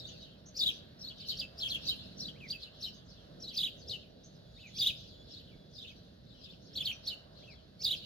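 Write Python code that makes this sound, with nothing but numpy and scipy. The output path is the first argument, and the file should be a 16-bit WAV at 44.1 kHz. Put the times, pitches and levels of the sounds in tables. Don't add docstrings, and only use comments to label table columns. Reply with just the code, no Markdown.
import sys
import numpy as np
from scipy import signal
from scipy.fft import rfft, irfft, next_fast_len
from scipy.io import wavfile
from scipy.ndimage import uniform_filter1d

SR = 44100
rng = np.random.default_rng(int(sys.argv[2]) if len(sys.argv) > 2 else 0)


def amplitude_ratio(level_db):
    exponent = np.asarray(level_db, float) / 20
    return 10 ** exponent


def bounce(signal):
    frames = np.transpose(np.atleast_2d(signal))
    limited = np.clip(frames, -1, 1)
    pcm = np.round(limited * 32767).astype(np.int16)
    wavfile.write(sys.argv[1], SR, pcm)


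N = 355005

# t [ms], f [Hz], level [dB]
CHEEP_SHAPE = [(0, 3300, -9), (8, 4250, -1), (14, 4450, 1), (24, 3520, 3), (32, 4100, 1), (38.5, 3050, -5),
               (55, 2900, -5), (74, 2600, -12)]
CHIP_SHAPE = [(0, 3200, -15), (8, 4500, -2), (18, 4950, 0), (25, 3700, -5), (34, 3200, -9), (40, 2720, -14),
              (55, 2680, -11), (70, 2550, -20)]
CHILP_SHAPE = [(0, 2900, -14), (8, 4100, -5), (17, 4500, -1), (26, 3500, -2), (36, 3200, -1),
               (45, 2750, -17), (60, 3420, 0), (68, 2900, -6), (78, 2350, -11)]
WHISTLE_SHAPE = [(0, 1850, -18), (40, 2950, -11), (52, 3600, -20), (65, 2700, -4), (96, 2410, 0),
                 (117, 2200, -4), (130, 1950, -13)]
SEEP_SHAPE = [(0, 5900, -8), (10, 6500, 0), (30, 6500, 0), (45, 5900, -8)]
# t/ms, f/Hz, level/dB
CHIR_SHAPE = [(0, 2900, -22), (7, 4200, -12), (19, 4900, -1), (28, 3450, -7), (39, 3750, -0.5),
              (47, 3200, -9), (54, 3900, -1), (61, 3820, -3), (66, 2850, -15)]
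RUP_SHAPE = [(63, 2850, -17), (73, 2950, -12), (83, 3480, -2), (95, 3980, -1.5), (104, 2900, -9),
             (112, 3400, -6), (128, 2350, -14)]
HIGH_CHIR_SHAPE = [(0, 4000, -15), (9, 5500, -5), (17, 5600, 0), (25, 4000, -9), (35, 4150, -3),
                   (44, 4500, -2), (55.5, 3450, -16)]
HIGH_RUP_SHAPE = [(53, 3400, -15), (68, 3950, 0), (76, 4050, -3), (83, 4900, -7), (95, 3000, -9),
                  (103, 3500, -7), (112, 2650, -12)]
# t/ms, f/Hz, level/dB
LONG_UPBEAT = [(-40, 4200, -34), (-22, 4500, -22), (-8, 5150, -14), (2, 5600, -20)]
SHORT_UPBEAT = [(-31, 4300, -36), (-5.5, 4900, -6.5), (-1.5, 5350, -14), (0, 7350, -12.5)]
# t/ms, f/Hz, level/dB
CAP_SHAPE = [(6, 4500, -22), (10, 4900, -7), (18, 4900, -8), (24, 4800, -17), (33, 4850, -13),
             (42, 4800, -30)]

# t/s, level/dB, pitch/factor, length/factor, left minus right/dB
CHIRRUP_CALLS = [
    (.583, -26.5, 1.01, .98, 2.8),
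    (3.557, -29.5, 1., .98, -1),
    (4.783, -25.5, .99, .99, .3),
    (7.829, -28.5, 1.02, .98, -2),
]
HIGH_CHIRRUP_CALLS = [
    (1.005, -41, 0.98, 1.04, 1.3),
    (2.19, -36, 1.01, 1.01, 1.3),
    (3.412, -41.5, .99, 1.01, 1.7),
]
CHEEP_CALLS = [
    (1.280, -34, 1.05, 0.87, 1.5),
    (1.863, -30.5, 1.05, 1, -2),
    (1.888, -54, 0.89, 0.84, 2),
    (4.0, -57, .865, .77, 1.5),
    (7.95, -50, 1.19, 0.95, .5),
]
CHIP_CALLS = [
    (1.384, -34, .984, .99, -0.67),
    (2.497, -36, 0.98, 1, -.3),
]
CHILP_CALLS = [
    (6.752, -33.5, 1.026, 1., 0.024),
    (6.844, -31.5, .98, 0.97, 0),
]
WHISTLE_CALLS = [
    (2.345, -49, .99, 1., -1),
    (4.567, -52, 1., 1., -1),
    (7.413, -56, 1, 1., -1),
]
SEEP_CALLS = [
    (.07, -56, 1.02, 0.66, 0),
    (.455, -54, .99, 1., 0),
    (2.935, -62, 1.01, 1., 0),
    (3.775, -63, 1., 0.87, 0),
    (4.235, -57, .99, 0.88, 0),
    (4.665, -58.5, 1.04, 0.8, 0),
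    (5.805, -65, .904, .93, 0.0063),
    (6.92, -55, 0.92, 0.85, 0),
]
SLUR_CALLS = [
    (1.599, -31, 1., 1.03, 0.83),
    (1.694, -31, 0.99, 0.93, .4),
]
CLOSE_CHEEP_CALLS = [
    (1.192, -49, 1.04, 1.15, 0),
    (2.820, -38, 1.04, 1., 1.5),
    (3.891, -34.5, 1.01, .98, 3),
    (7.066, -35.5, 1.02, .99, -2.5),
]
FAR_CHIRRUP_CALLS = [
    (-.035, -38.5, .95, 1.25, 2),
    (5.297, -43.5, 0.98, 1.03, 1.5),
    (5.755, -40.5, .88, 0.87, 0.5),
    (6.421, -47.5, .9, 1.03, 5),
]
FAR_CHEEP_CALLS = [(.085, -49.5, .95, 1., 3), (.19, -53.5, 1.03, 1.4, 2), (2.608, -43.5, 1., 1., 1),
                   (3.07, -56.5, 1.216, 1.785, 0), (3.78, -57.5, 1.2, 1.55, 3), (4.33, -69, 1.37, 1., -7),
                   (4.53, -56.5, 1.02, 1.5, 3), (4.585, -54, 1., 1.2, -1), (5.06, -55, 1.13, 1.3, 4),
                   (5.46, -59.5, 0.78, 1.3, -2), (5.72, -53.5, 1.2, 1.5, 3), (5.865, -49, .86, 0.72, 2),
                   (6.255, -59.5, 1.007, 2.1, 4), (7.34, -59, 0.98, 2.34, 3.5),
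                   (7.48, -56, 1.12, 1.74, 7.5)]

# t/s, level/dB
FLOCK_OUTBURSTS = [(.15, -51.5), (.3, -60.5), (.69, -52.5), (1.23, -49), (1.66, -53), (1.85, -51),
                   (1.99, -53.5), (2.598, -51), (2.89, -51), (3.18, -61), (3.59, -46.5), (4.03, -58),
                   (4.85, -44.5), (4.97, -59), (5.31, -60), (5.92, -58), (6.46, -56.5), (6.67, -58.5),
                   (7.038, -56), (7.46, -59.5), (8.05, -48)]
# t/s, f/Hz, level/dB, octave level/dB
INSECT_NOTE = [(4.43, 3470, -56, -25), (4.5, 3410, -69.5, -13), (4.9, 3430, -63, -12),
               (5.2, 3420, -65, -20), (5.75, 3420, -73.5, -33.5), (5.85, 3400, -89, -32)]
# f/Hz, level per
# Hz/dB
TOWN_COLOUR = [(25, 0), (86, 1), (179, 2), (351, -10), (620, -9), (850, -24.5), (1150, -27.5),
               (1590, -23.5),
               (2320, -34.5), (3870, -19), (4670, -23.5), (8240, -55), (11100, -44), (15700, -53)]
# f/Hz, side minus mid/dB
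TOWN_WIDTH = [(40, -13.5), (150, -13), (350, -5), (700, 0), (1500, -0.5), (8000, -2)]
# f/Hz, left minus right/dB
TOWN_BALANCE = [(40, -2.3), (150, -1), (350, -3.5), (700, -4), (1500, -6.5), (8000, 5)]
# t/s, level change/dB
TRAFFIC_SWELL = [(0, 1.5), (.4, -0.5), (1.8, 0), (2.05, 3.5), (2.7, .4), (3.1, -0.5), (3.8, 0.45),
                 (5.6, 0.1), (7.3, -2.5), (8.05, 0.5)]
# t/s, level change/dB
TYRE_SWELL = [(0, 1), (1.9, 3), (3.2, -1), (5.2, -3), (6.7, -2.5), (6.95, 3), (7.8, -3.5)]
TYRE_BANDS = (10, 11)
# low f/Hz, high f/Hz, level/dB
SHEEN_BANDS = [(8860, 10000, -43.5), (10150, 11500, -38.5), (11490, 13000, -37), (13000, 14500, -40.5),
               (14750, 17230, -40.5)]


def sparrows():
    # (shape, pitch ratio, level/dB)
    long = [(LONG_UPBEAT, 1, 0), (LONG_UPBEAT, 1.19, -8), (LONG_UPBEAT, .5, -19), (CAP_SHAPE, 1, -6)]
    short = [(SHORT_UPBEAT, 1, -3.0), (SHORT_UPBEAT, 1.15, -7)]
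    capped = short + [(CAP_SHAPE, 1, 0)]
    chirrup = [(CHIR_SHAPE, 1, 0), (RUP_SHAPE, 1, 0)] + long
    high = [(HIGH_CHIR_SHAPE, 1, 0), (HIGH_RUP_SHAPE, 1, 0), (SHORT_UPBEAT, 1.18, -3.1)]
    cheep = [(CHEEP_SHAPE, 1, 0)] + capped
    chip = [(CHIP_SHAPE, 1, 0)] + capped
    chilp = [(CHILP_SHAPE, 1, 0), (SHORT_UPBEAT, 1.1, -9)]
    whistle = [(WHISTLE_SHAPE, 1, 0)]
    seep = [(SEEP_SHAPE, 1, 0), (SEEP_SHAPE, .92, -2)]
    slur = [(CHILP_SHAPE, 1, 0)] + short
    return sum([
        bird(CHIRRUP_CALLS, chirrup, leaves_db=-5, lag=-8),
        bird(HIGH_CHIRRUP_CALLS, high, hidden_db=1.5, lag=3),
        bird(FAR_CHIRRUP_CALLS, high, hidden_db=17),
        bird(CHEEP_CALLS, cheep, hidden_db=7.5, lag=4),
        bird(CLOSE_CHEEP_CALLS, cheep, hidden_db=2.8),
        bird(FAR_CHEEP_CALLS, cheep, hidden_db=14),
        bird(CHIP_CALLS, chip, lag=0),
        bird(CHILP_CALLS, chilp, leaves_db=-2.0),
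        bird(WHISTLE_CALLS, whistle, hidden_db=2.4, leaves_db=-8.0, throat_hz=1540),
        bird(SEEP_CALLS, seep, hidden_db=6.5, leaves_db=-6),
        bird(SLUR_CALLS, slur, hidden_db=2.2, lag=9),
    ])


def bird(calls, voices, hidden_db=0, leaves_db=-4.0, leaves_t60=.09, throat_hz=2200, lag=1):
    out = np.zeros((3, N))
    turn_s = 2.4
    lead_in = SR // 10
    for s, db, pitch, length, pan_db in calls:
        call = np.zeros((1, SR // 5 * 2))
        for shape, ratio, voice_db in voices:
            lead, x = note(shape, pitch * ratio, length)
            add(call, lead_in + lead, x[None] * amplitude_ratio(db + 1.5 + voice_db))
        call = band(call, throat_hz, 12000)
        right = np.roll(call, lag if s < turn_s else 1)
        direct = amplitude_ratio(-hidden_db) * np.vstack([call, right])
        leaves = amplitude_ratio(leaves_db) * echoes(call[0], leaves_t60, 6.2, 7800)
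        near = (direct + leaves) * amplitude_ratio(np.array([[pan_db], [-pan_db]]) / 2)
        add(out, int(s * SR) - lead_in, np.vstack([near, call]))
    return out


def note(shape, pitch, length, octave_db=-31, wobble=.012, rough_db=2.5, rasp_db=-20):
    ms, hz, db = np.transpose(shape)
    t = np.arange(ms[0], ms[-1], 1000 / SR / length)
    unsure = np.where(t < 0, 3, 1)
    glide = uniform_filter1d(np.interp(t, ms, hz), size=44) * pitch
    glide = glide * (1 + wobble * unsure * walk(400, len(t)))
    phase = 2 * np.pi * np.cumsum(glide) / SR
    edge = np.minimum(1, np.minimum(t - ms[0], ms[-1] - t) / 2.5)
    gain = edge * amplitude_ratio(np.interp(t, ms, db) + rough_db * walk(244, len(t)))
    rasp = 1 + amplitude_ratio(rasp_db) * walk(2500, len(t))
    tone = rasp * np.sin(phase) + amplitude_ratio(octave_db) * np.sin(2 * phase)
    return int(ms[0] * length * SR / 1000), gain * tone


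def echoes(x, t60, gap_ms, top_hz):
    t = np.arange(min(len(x), SR) // 2) / SR
    fade = np.exp(-np.log(1000) * t / t60)
    build_up = np.minimum(1, t * 1000 / gap_ms)
    tail = rng.standard_normal((2, len(t))) * fade * build_up
    tail = tail / np.sqrt(np.sum(tail ** 2) / 2)
    tail = signal.lfilter(*signal.butter(2, top_hz, fs=SR), tail)
    return signal.fftconvolve(x[None], tail, axes=1)[:, :len(x)]


def flock(count=300):
    out, t = np.zeros((1, N)), np.arange(N) / SR
    for when, pitch, size, kind in rng.random((count, 4)):
        shape = [CHEEP_SHAPE, CHILP_SHAPE, HIGH_CHIR_SHAPE][int(3 * kind)]
        lead, x = note(shape, .92 + .2 * pitch, 0.92)
        add(out, int(when * N), x[None] * amplitude_ratio(1.5 * size))
    rise_db_s, fall_db_s = 140, 84
    power = np.zeros(N)
    for s, db in FLOCK_OUTBURSTS:
        below_peak_db = np.maximum((s - t) * rise_db_s, (t - s) * fall_db_s)
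        power += amplitude_ratio(db - below_peak_db) ** 2
    return unit(echoes(out[0], 0.25, 25, 7700)) * np.sqrt(power)


def insect():
    hz, db, octave_db = curve(INSECT_NOTE)
    phase = 2 * np.pi * np.cumsum(hz * (1 + 0.00396 * walk(60, N))) / SR
    pulsing = amplitude_ratio(db + 4 * walk(30, N))
    corners_s = [INSECT_NOTE[i][0] for i in (0, 1, -2, -1)]
    sounding = np.interp(np.arange(N) / SR, corners_s, [0, 1, 1, 0])
    return sounding * pulsing * (np.sin(phase) + amplitude_ratio(octave_db) * np.sin(2 * phase))


def town(calls):
    size = next_fast_len(N)
    hz = np.fft.rfftfreq(size, 1 / SR)
    colour = amplitude_ratio(on_log(TOWN_COLOUR, hz)) / (1 + (38 / (hz + 1)) ** 6)
    mid, side = rfft(rng.standard_normal((2, size))) * colour
    side = (side + .6j * mid) * amplitude_ratio(on_log(TOWN_WIDTH, hz))
    lean = amplitude_ratio(on_log(TOWN_BALANCE, hz) / 2)
    both = np.array([(mid + side) * lean, (mid - side) / lean])
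    lift_db = 7.5 * share(calls, -31, 0.076) + curve(TRAFFIC_SWELL)[0]
    tyres_db = curve(TYRE_SWELL)[0]
    octave, gust = np.log2(hz + 1), walk(4.6, N)
    out = np.zeros((2, N))
    for k in range(4, 15):
        part = irfft(both * np.clip(1 - abs(octave - k), 0, 1), size)[:, :N]
        swell_db = tyres_db if k in TYRE_BANDS else lift_db
        out += part * amplitude_ratio(.7 * gust + 1.28 * walk(6, N) + swell_db)
    return unit(out) * amplitude_ratio(-54)


def patchy_hiss():
    noise = rng.standard_normal((3, N))
    noise = noise[:2] + 0.12 * noise[2]
    out = np.zeros((2, N))
    for lo_hz, hi_hz, db in SHEEN_BANDS:
        out += amplitude_ratio(db + 4.1 * walk(45, N)) * unit(band(noise, lo_hz, hi_hz))
    return out


def unit(x):
    return x / np.sqrt(np.mean(x ** 2))


def curve(table):
    s, *columns = np.transpose(table)
    return [np.interp(np.arange(N) / SR, s, c) for c in columns]


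def on_log(table, hz):
    table_hz, values = np.transpose(table)
    return np.interp(np.log(hz + 1), np.log(table_hz), values)


def walk(rate, size):
    k = max(int(SR / rate), 1)
    steps = np.repeat(rng.standard_normal(int(size // k) + 1), k)
    return 1.4 * uniform_filter1d(steps, k)[:size]


def band(x, lo_hz, hi_hz):
    return signal.sosfilt(signal.butter(4, [lo_hz, hi_hz], "band", fs=SR, output="sos"), x)


def add(out, start, x):
    a, b = np.clip([start, start + x.shape[-1]], 0, N)
    out[:, a:b] += x[:, a - start:][:, :b - a]


def share(x, knee_db, span_s):
    level = np.sqrt(np.maximum(uniform_filter1d(x ** 2, int(span_s * SR)), 0))
    return level / (level + amplitude_ratio(knee_db))


def scene():
    left, right, send = sparrows()
    walls = amplitude_ratio(-13.5) * echoes(send, 0.4, 26, 9200)
    return np.array([left, right]) + walls + flock() + insect() + town(send)


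def top_cut(x):
    return signal.sosfilt(signal.butter(12, 15880, fs=SR, output="sos"), x)


def record(dry):
    t = np.arange(N) / SR
    birds = signal.hilbert(band(dry, 2300, 5600), next_fast_len(N))[:, :N]
    level = np.sqrt(np.maximum(uniform_filter1d(abs(birds) ** 2, size=1024), 0))
    copies = np.zeros((2, N))
    for shift_hz, db in [(7450, -23.5), (11150, -25.0)]:
        copies += amplitude_ratio(db) * np.real(birds * np.exp(2j * np.pi * shift_hz * t))
    sheen = copies * level / (level + amplitude_ratio(-25.0)) + level * patchy_hiss()
    sheen_db = -3.5 + 14.5 * share(level, -28.5, 0.2)
    sheen = sheen * amplitude_ratio(sheen_db + np.array([[-2.0], [2.0]]))
    haze = level * amplitude_ratio(-30.5) * unit(band(rng.standard_normal((2, N)), 6020, 7580))
    treble_cut = signal.ellip(8, .1, 60, 15800, fs=SR, output="sos")
    mix = signal.sosfilt(treble_cut, dry + sheen + haze)
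    return top_cut(mix)


dry = scene()
out = record(dry)
bounce(out)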